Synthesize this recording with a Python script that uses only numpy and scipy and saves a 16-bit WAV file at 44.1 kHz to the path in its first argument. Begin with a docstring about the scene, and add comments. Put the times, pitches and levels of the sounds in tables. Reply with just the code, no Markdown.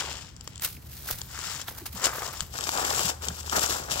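"""Close boots crunch over frozen turf, crackling the leaves on it, and single stalks snap.
A few metres ahead of the walker a puppy hops off a timber deck into dry leaves and potters over
frosty grass. Every crunch is a swarm of tiny ringing fractures that swells under a boot or a paw;
stiff leaves crack and weight lands in soft thuds. The deck and tree trunks give a short echo,
and a low distant rumble lies under the quiet yard."""
import sys
import numpy as np
from scipy import signal
from scipy.fft import rfft, irfft, next_fast_len
from scipy.io import wavfile
from scipy.ndimage import uniform_filter1d, map_coordinates

SR = 44100
rng = np.random.default_rng(int(sys.argv[2]) if len(sys.argv) > 2 else 0)


def put_to_file(sound):
    """Save the sound as 16-bit audio at rate SR, in the file named by the first command-line argument."""
    columns = np.atleast_2d(sound).T  # one column per channel
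    safe = np.clip(columns, -1, 1)
    whole_steps = np.round(safe * 32767)
    wavfile.write(sys.argv[1], SR, whole_steps.astype(np.int16))


N = 176400

TURN_S = 2.45  # the walker turns, and the boots fall further to the left
# Stereo balance of the boots and stalks: freq_hz, left_minus_right_db
WALKER_BALANCE = [(200, -0.5), (600, 5), (1050, 5), (1850, -1), (3100, 6), (3900, 7.5), (5500, 15),
                  (6300, 14.5), (7300, 17), (8500, 4.5), (10000, .5)]
# Their stereo phase before the turn: freq_hz, left_lead_rad
LEAD_BEFORE_TURN = [(100, -2), (600, 0.9), (1500, 0.48), (2500, 2), (3500, 1.45), (5500, 1), (8500, 3.5),
                    (11500, 2.5), (16000, 1.3)]
# Their stereo phase after the turn: freq_hz, left_lead_rad
LEAD_AFTER_TURN = [(100, 0), (500, 1.47), (1700, 1.9), (2130, 3.5), (2500, 4.5), (3300, 4.5), (4400, 9.5),
                   (5600, 7.7), (8500, 9.5), (16000, 6.5)]
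# Dull, woody tone of ground litter: freq_hz, gain_db
LITTER_EQ = [(120, -20), (400, -6.5), (800, -4.5), (1500, -2.5), (2300, -9), (5000, -23)]


def amp(db):
    """Decibels to gain."""
    return 10 ** (np.asarray(db) / 20)


def along(points, hz):
    """Read a curve of (freq_hz, value) points on a log frequency axis."""
    freqs, values = np.transpose(points)
    return np.interp(np.log(hz + 1), np.log(freqs + 1), values)


def filtered(x, response):
    """Pass x through a complex frequency response."""
    size = next_fast_len(N + SR // 2)
    return irfft(rfft(x, size) * response(np.fft.rfftfreq(size, 1 / SR)), size)[..., :N]


def clock():
    """The time of every sample in seconds."""
    return np.arange(N) / SR


def wobble(rate):
    """A smooth random curve, rate knots a second."""
    return map_coordinates(rng.standard_normal(4096), [clock() * rate], mode="wrap")


def unit_level(pair):
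    """Scale a stereo layer so that its mid signal has rms 1."""
    return pair / np.sqrt(np.mean(pair.mean(0) ** 2) + 1e-20)


def place(pair, eq, balance, lead, coherence=None):
    """Colour two unrelated signals and spread them to left and right by level and phase."""
    # How alike the two channels are for sounds underfoot: freq_hz, coherence
    underfoot_coherence = [(200, 0.9), (2200, 0.73), (3400, 0.43), (5800, 0.3), (8000, 0.54), (9500, 0.7),
                           (15000, 0.76)]

    def mid_side(hz):
        width = np.arccos(np.clip(along(coherence or underfoot_coherence, hz), 0, 1)) / 2
        return amp(along(eq, hz)) * np.array([np.cos(width), np.sin(width)])

    def pan(hz):
        left = amp(along(balance, hz) / 2) * np.exp(1j * along(lead, hz) / 2)
        both = np.array([left, 1 / left])
        return both / np.linalg.norm(both, axis=0)

    mid, side = filtered(pair, mid_side)
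    return filtered(np.array([mid + side, mid - side]), pan)


def fractures(per_s, spread_db, ring_s, top_hz, bed_db, clump_db):
    """Tiny breaks in clumps, each a damped ring of its own pitch, over rubbing; steady in level."""
    grain_samples = 200
    t = np.arange(grain_samples) / SR
    draws = rng.random((int(per_s * N / SR), 6)).T[:, :, None]
    onsets, weakness, pitches_hz, phases = draws[0], draws[1], top_hz * draws[2:4], draws[4:6]
    index = ((onsets * N).astype(int) + np.arange(grain_samples)).ravel()
    decay = amp(-spread_db * np.log(weakness + .01)) * np.exp(-t / ring_s)  # many faint, a few loud
    rings = decay * np.sin(2 * np.pi * (pitches_hz * t + phases))
    breaks = np.array([np.bincount(index, channel.ravel(), N)[:N] for channel in rings])
    rubbing = amp(bed_db) * rng.standard_normal((2, N))
    clumps = amp(clump_db * (wobble(170) + 1.5 * wobble(45)))
    texture = (breaks / breaks.std() + rubbing) * clumps
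    running_power = uniform_filter1d((texture ** 2).mean(0), size=1800)
    return texture / np.sqrt(np.abs(running_power) + 1e-9)


def tilted(eq, db_per_octave):
    """Tip an EQ curve brighter or duller."""
    return [(hz, db + db_per_octave * np.log2(hz / SR)) for hz, db in eq]


def hollowed(eq, centre_hz, boost_db=3, half_width_octaves=.17):
    """Add the resonance of the hollow under a sole to an EQ curve."""
    hz = np.geomspace(50, SR / 2, 200)
    detune = np.log2(hz / centre_hz) / half_width_octaves
    return np.transpose([hz, along(eq, hz) + boost_db / (1 + detune ** 2)])


def boots():
    """Each step breaks frozen turf (coarse, dull grains) and leaves (fine, bright grains)."""
    # Crunch envelopes before the trims, one list per step: time_s, turf_db, leaf_db
    steps = [
        [(0.0, -35.5, -28.5), (0.008, -35.5, -32), (0.034, -43, -40), (0.086, -41, -41.5),
         (0.124, -45.5, -39.5), (0.274, -59, -51.5), (0.35, -87, -63.5), (0.57, -72, -55)],
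        [(1.3, -53, -49.5), (1.385, -43.5, -42), (1.42, -45.5, -42), (1.476, -42, -36), (1.612, -46.5, -43),
         (1.62, -42, -38.5), (1.64, -56.5, -59)],
        [(1.94, -62, -68), (1.96, -47, -42.5), (2.004, -40, -45), (2.056, -28, -23), (2.108, -38, -48.5),
         (2.274, -39.5, -38.5), (2.306, -46, -48), (2.414, -49.5, -41.5), (2.48, -63, -69)],
        [(2.53, -60, -48), (2.554, -44.5, -41), (2.726, -43, -36), (2.762, -31.5, -35.5), (3.01, -35.5, -31),
         (3.052, -42.5, -30), (3.1, -34.5, -30), (3.15, -53.5, -63)],
        [(3.21, -56.5, -59), (3.224, -43.5, -39), (3.278, -41.5, -40.5), (3.286, -44.5, -45),
         (3.304, -41.5, -45), (3.336, -52, -47.5), (3.396, -49, -41), (3.43, -52.5, -49), (3.48, -49, -42.5)],
        [(3.51, -50, -42), (3.528, -30, -32), (3.544, -34, -36), (3.575, -25.5, -25.5), (3.6, -39, -37),
         (3.63, -28.5, -26), (3.682, -41, -35.5), (3.712, -33.5, -30), (3.87, -49, -49)],
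        [(3.87, -61, -60), (3.886, -38.5, -50), (3.902, -39, -38.5), (3.914, -40, -31), (3.952, -41, -34.5),
         (3.988, -38.5, -35.5), (4.0, -36.5, -31.5)],
    ]
    # Ground under each step: turf_tilt_db_per_octave, leaf_tilt_db_per_octave, hollow_hz
    ground = [(1, -5, 900), (6.5, -1.5, 1400), (2, -1, 1120), (1, -0.5, 780), (-1, 0, 1500), (0, 0.2, 1310),
              (-1, -2, 630)]
    # Body of the turf crunch: freq_hz, gain_db
    turf_eq = [(80, -13), (200, -7), (300, -5.5), (450, -0.5), (760, -0.5), (1050, -.5), (1400, -2),
               (2000, -8), (2800, -18), (6000, -50)]
    # Sizzle of the leaves: freq_hz, gain_db
    leaf_eq = [(900, -26), (1600, -15.5), (2200, -10), (3000, -3.5), (4050, -5), (5450, 0), (6300, -3.5),
               (7300, 2), (8100, -2), (9500, -10.5), (11500, -9.5), (15500, -13)]
    turf_trim_db, leaf_trim_db, fade_s = -0.84, -0.01, 0.1
    turf = fractures(per_s=1500, spread_db=2.5, ring_s=.00074, top_hz=2820, bed_db=-4.5, clump_db=1.94)
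    leaves = fractures(per_s=3800, spread_db=3, ring_s=.00012, top_hz=15750, bed_db=-5.5, clump_db=1.56)
    out = np.zeros((2, N))
    for step, (turf_tilt, leaf_tilt, hollow_hz) in zip(steps, ground):
        times, turf_db, leaf_db = np.transpose(step)
        lead = LEAD_AFTER_TURN if times[0] > TURN_S else LEAD_BEFORE_TURN
        knots_s = [times[0] - fade_s, *times, times[-1] + fade_s]
        layers = [(turf, hollowed(tilted(turf_eq, turf_tilt), hollow_hz), turf_db + turf_trim_db),
                  (leaves, tilted(leaf_eq, leaf_tilt), leaf_db + leaf_trim_db)]
        for grains, eq, db in layers:
            pressure = amp(np.interp(clock(), knots_s, [-90, *db, -90]))
            out += pressure * unit_level(place(grains, eq, WALKER_BALANCE, lead))
    return out


def distant_rumble():
    """Far rumble and thin air noise, with a wavering hum that swells late on."""
    # Heavy lows under a faint hiss: freq_hz, gain_db
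    rumble_eq = [(20, -36), (42, -10.5), (62, -3), (75, -0.5), (92, -7.5), (120, -5), (170, -12.5),
                 (280, -21), (600, -29.5), (1500, -31), (3000, -43), (8000, -40), (15000, -73)]
    # Swell that the hum wavers around: time_s, level_db
    hum_swell = [(0, -65.5), (2.5, -60), (3.3, -41.5), (4, -51)]
    rumble_db, hum_hz = -47, 76.5
    air = place(rng.standard_normal((2, N)), rumble_eq, balance=[(100, 0.82)], lead=[(100, 0)],
                coherence=[(120, 0.92), (400, 0.42), (2000, 0.1)])
    hum = np.sin(2 * np.pi * hum_hz * clock() + 0.66 * wobble(3.99))
    hum_db = np.interp(clock(), *np.transpose(hum_swell)) + 3.7 * wobble(2.85)
    return amp(rumble_db) * unit_level(air) + amp(hum_db) * hum


def stalk_snaps():
    """A stalk breaks with a click, a brief splintering and a woody knock."""
    # Snapping stalks, and a few faint early ticks of claws on the deck, before gains and EQ:
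    # start_s, click_db, knock_db, splinter_db
    snaps = [(0.127, -26, -41, -35), (0.168, -37, -53, -39), (0.363, -44, -73, -41.5),
             (0.408, -31, -72, -38), (0.474, -24, -37, -31), (0.556, -31, -56, -37.5),
             (0.577, -35, -62, -40), (0.595, -28, -45, -39.5), (1.214, -34, -39, -29),
             (1.388, -28, -32.5, -32), (1.614, -25, -41, -31), (2.04, -13, -30, -20.5),
             (2.066, -16, -21.5, -23), (2.219, -33, -30, -37.5), (2.405, 4, -38, -29),
             (2.538, -25, -42, -38), (2.554, -18, -38, -38), (2.586, -25, -28, -29),
             (2.607, -20, -43, -26.5), (2.638, -16, -39, -28), (2.669, -22, -29, -30.5),
             (2.69, -13, -24.5, -24.5), (2.773, -15, -32, -23.5), (2.848, -15, -36, -24),
             (2.992, -6, -27, -21.5), (3.22, -22.5, -38.5, -40), (3.283, -3.5, -35, -20),
             (3.495, -9, -36, -27), (3.566, -13, -25, -31), (3.593, 4, -36, -23), (3.726, -12, -31, -32),
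             (3.915, -9, -39, -21.5)]
    # Bright, peaky tone of the break: freq_hz, gain_db
    stalk_eq = [(300, -23), (1400, -11), (2200, -20.5), (3200, 0.5), (3900, -7), (4900, -1), (6200, -5.5),
                (7500, 4.5), (8800, -13.5), (11500, -19), (15500, -31)]
    click_gain_db, splinter_gain_db, knock_gain_db = 4.5, 16.5, 21
    onset_delay_s, splinter_t60_s, knock_t60_s = .0018, .011, .015
    crack, knock = np.zeros((2, 2, N + SR))
    t = np.arange(SR // 20) / SR
    for start_s, click_db, knock_db, splinter_db in snaps:
        at = round((start_s + onset_delay_s) * SR)
        splinters, wood = np.sign(rng.standard_normal((2, 2, len(t))))
        crack[0, at] += amp(click_db + click_gain_db)
        crack[:, at:at + len(t)] += splinters * amp(splinter_db + splinter_gain_db - 60 * t / splinter_t60_s)
        knock[:, at:at + len(t)] += wood * amp(knock_db + knock_gain_db - 60 * t / knock_t60_s)
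    turned = clock() > TURN_S
    out = np.zeros((2, N))
    for layer, eq in [(crack, stalk_eq), (knock, LITTER_EQ)]:
        for gate, lead in [(~turned, LEAD_BEFORE_TURN), (turned, LEAD_AFTER_TURN)]:
            out += place(layer[:, :N] * gate, eq, WALKER_BALANCE, lead)
    return out


def puppy_paws():
    """Light paws press into brittle, frosty leaves, with a little crunch from the litter below."""
    # Paw falls: peak_s, level_db, rise_s_per_20_db, fall_s_per_20_db, litter_offset_db
    paws = [(.622, -30, .012, 0.06, -11.5), (0.649, -26, 0.022, 0.0371, -9.5),
            (.95, -47.5, 0.08, 0.3, -11.5), (1.075, -39, 0.04, 0.13, -17),
            (1.115, -30.5, 0.069, 0.0451, -8), (1.19, -43.5, 0.064, 0.07, -9),
            (1.683, -37, 0.025, 0.06, -4), (1.789, -43, 0.11, 0.08, -7), (1.858, -33, 0.0033, 0.0355, -7),
            (1.868, -36, 0.0051, .006, -7), (1.922, -44.5, .008, 0.25, -16), (2.155, -39, 0.061, 0.18, -9),
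            (2.336, -38.5, .01, 0.04, -5.5), (2.409, -45, 0.019, 0.1, -15)]
    # Leaves stirring around the puppy: time_s, level_db
    stir = [(0, -70), (.4, -74), (.46, -54), (.6, -90), (.7, -44), (.81, -58.5), (.92, -48.5), (1.9, -58),
            (2.5, -57), (4, -62.5)]
    # Crisp top of the frosty leaves: freq_hz, gain_db
    frost_eq = [(700, -16), (2000, -5.5), (4300, 0), (6500, -1.5), (8200, -1), (9800, -0.5), (12000, 2),
                (15500, 0.5)]
    # Stereo balance of the paws: freq_hz, left_minus_right_db
    balance = [(700, 1), (1400, -1), (4000, 0), (8200, 3), (10000, 0)]
    # Stereo phase of the paws: freq_hz, left_lead_rad
    lead = [(1500, 0), (3500, 0.97), (6500, 0.5), (8000, 4), (11500, 2), (16000, 0.5)]
    t = clock()
    frost_power = amp(np.interp(t, *np.transpose(stir))) ** 2
    litter_power = np.zeros(N)
    for peak_s, db, rise, fall, litter_offset_db in paws:
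        press = amp(db - 20 * np.maximum((peak_s - t) / rise, (t - peak_s) / fall))
        frost_power += press ** 2
        litter_power += (amp(litter_offset_db) * press) ** 2
    frost = fractures(per_s=3200, spread_db=3.5, ring_s=.0001, top_hz=16100, bed_db=-3, clump_db=2.5)
    litter = fractures(per_s=1100, spread_db=4.5, ring_s=.00074, top_hz=3150, bed_db=-3, clump_db=-0.5)
    return (np.sqrt(frost_power) * unit_level(place(frost, frost_eq, balance, lead))
            + np.sqrt(litter_power) * unit_level(place(litter, LITTER_EQ, balance, lead)))


def leaf_cracks(t60_s=0.018, roughness_rad=1.8):
    """A stiff leaf buckles under a paw and rings briefly around its own pitch."""
    # Buckling leaves: start_s, level_db, pitch_hz
    cracks = [(.768, -39, 2133), (1.088, -24.5, 1650), (1.683, -27.5, 3470)]
    out = np.zeros(N)
    for start_s, db, hz in cracks:
        age = np.maximum(clock() - start_s, 0)
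        ring = np.sin(2 * np.pi * hz * age + roughness_rad * wobble(hz / 2))
        out += (age > 0) * amp(db - 60 * age / t60_s) * ring
    return out


def ground_thuds(rise_s=0.0059, t60_s=0.1, gain_db=3.5):
    """Weight lands on hard ground: a short, rough, low push."""
    # Soft landings, before the gain: start_s, level_db, pitch_hz
    landings = [(.775, -44, 244), (1.112, -30, 70), (1.814, -36.5, 298), (1.941, -35, 190), (2.41, -33, 87),
                (3.045, -28.5, 177), (3.291, -29, 169), (3.582, -36, 127)]
    out = np.zeros(N)
    for start_s, db, hz in landings:
        age = np.maximum(clock() - start_s, 0)
        envelope = amp(db + gain_db - 60 * age / t60_s) * (1 - np.exp(-age / rise_s))
        out += envelope * np.sin(2 * np.pi * hz * age + 1.4 * wobble(110))
    return out


def yard_echo(x, wet_db=-16.5, t60_s=0.36, rise_s=0.01):
    """The deck and the trunks answer with a short, thin echo."""
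    t = np.arange(SR // 3) / SR
    tail = rng.standard_normal((2, len(t))) * amp(-60 * t / t60_s) * (1 - np.exp(-t / rise_s))
    return amp(wet_db) * signal.fftconvolve(x, tail / np.linalg.norm(tail[0]), axes=1)[:, :N]


def scene():
    """Boots, snaps and paws echo in the open yard, over the rumble."""
    feet = boots() + stalk_snaps() + puppy_paws() + leaf_cracks() + ground_thuds()
    return feet + yard_echo(feet) + distant_rumble()


def record(dry):
    """A brick-wall low-pass takes off the very top."""
    cutoff_hz = 15800
    return filtered(dry, lambda hz: hz < cutoff_hz)


dry = scene()
out = record(dry)
put_to_file(out)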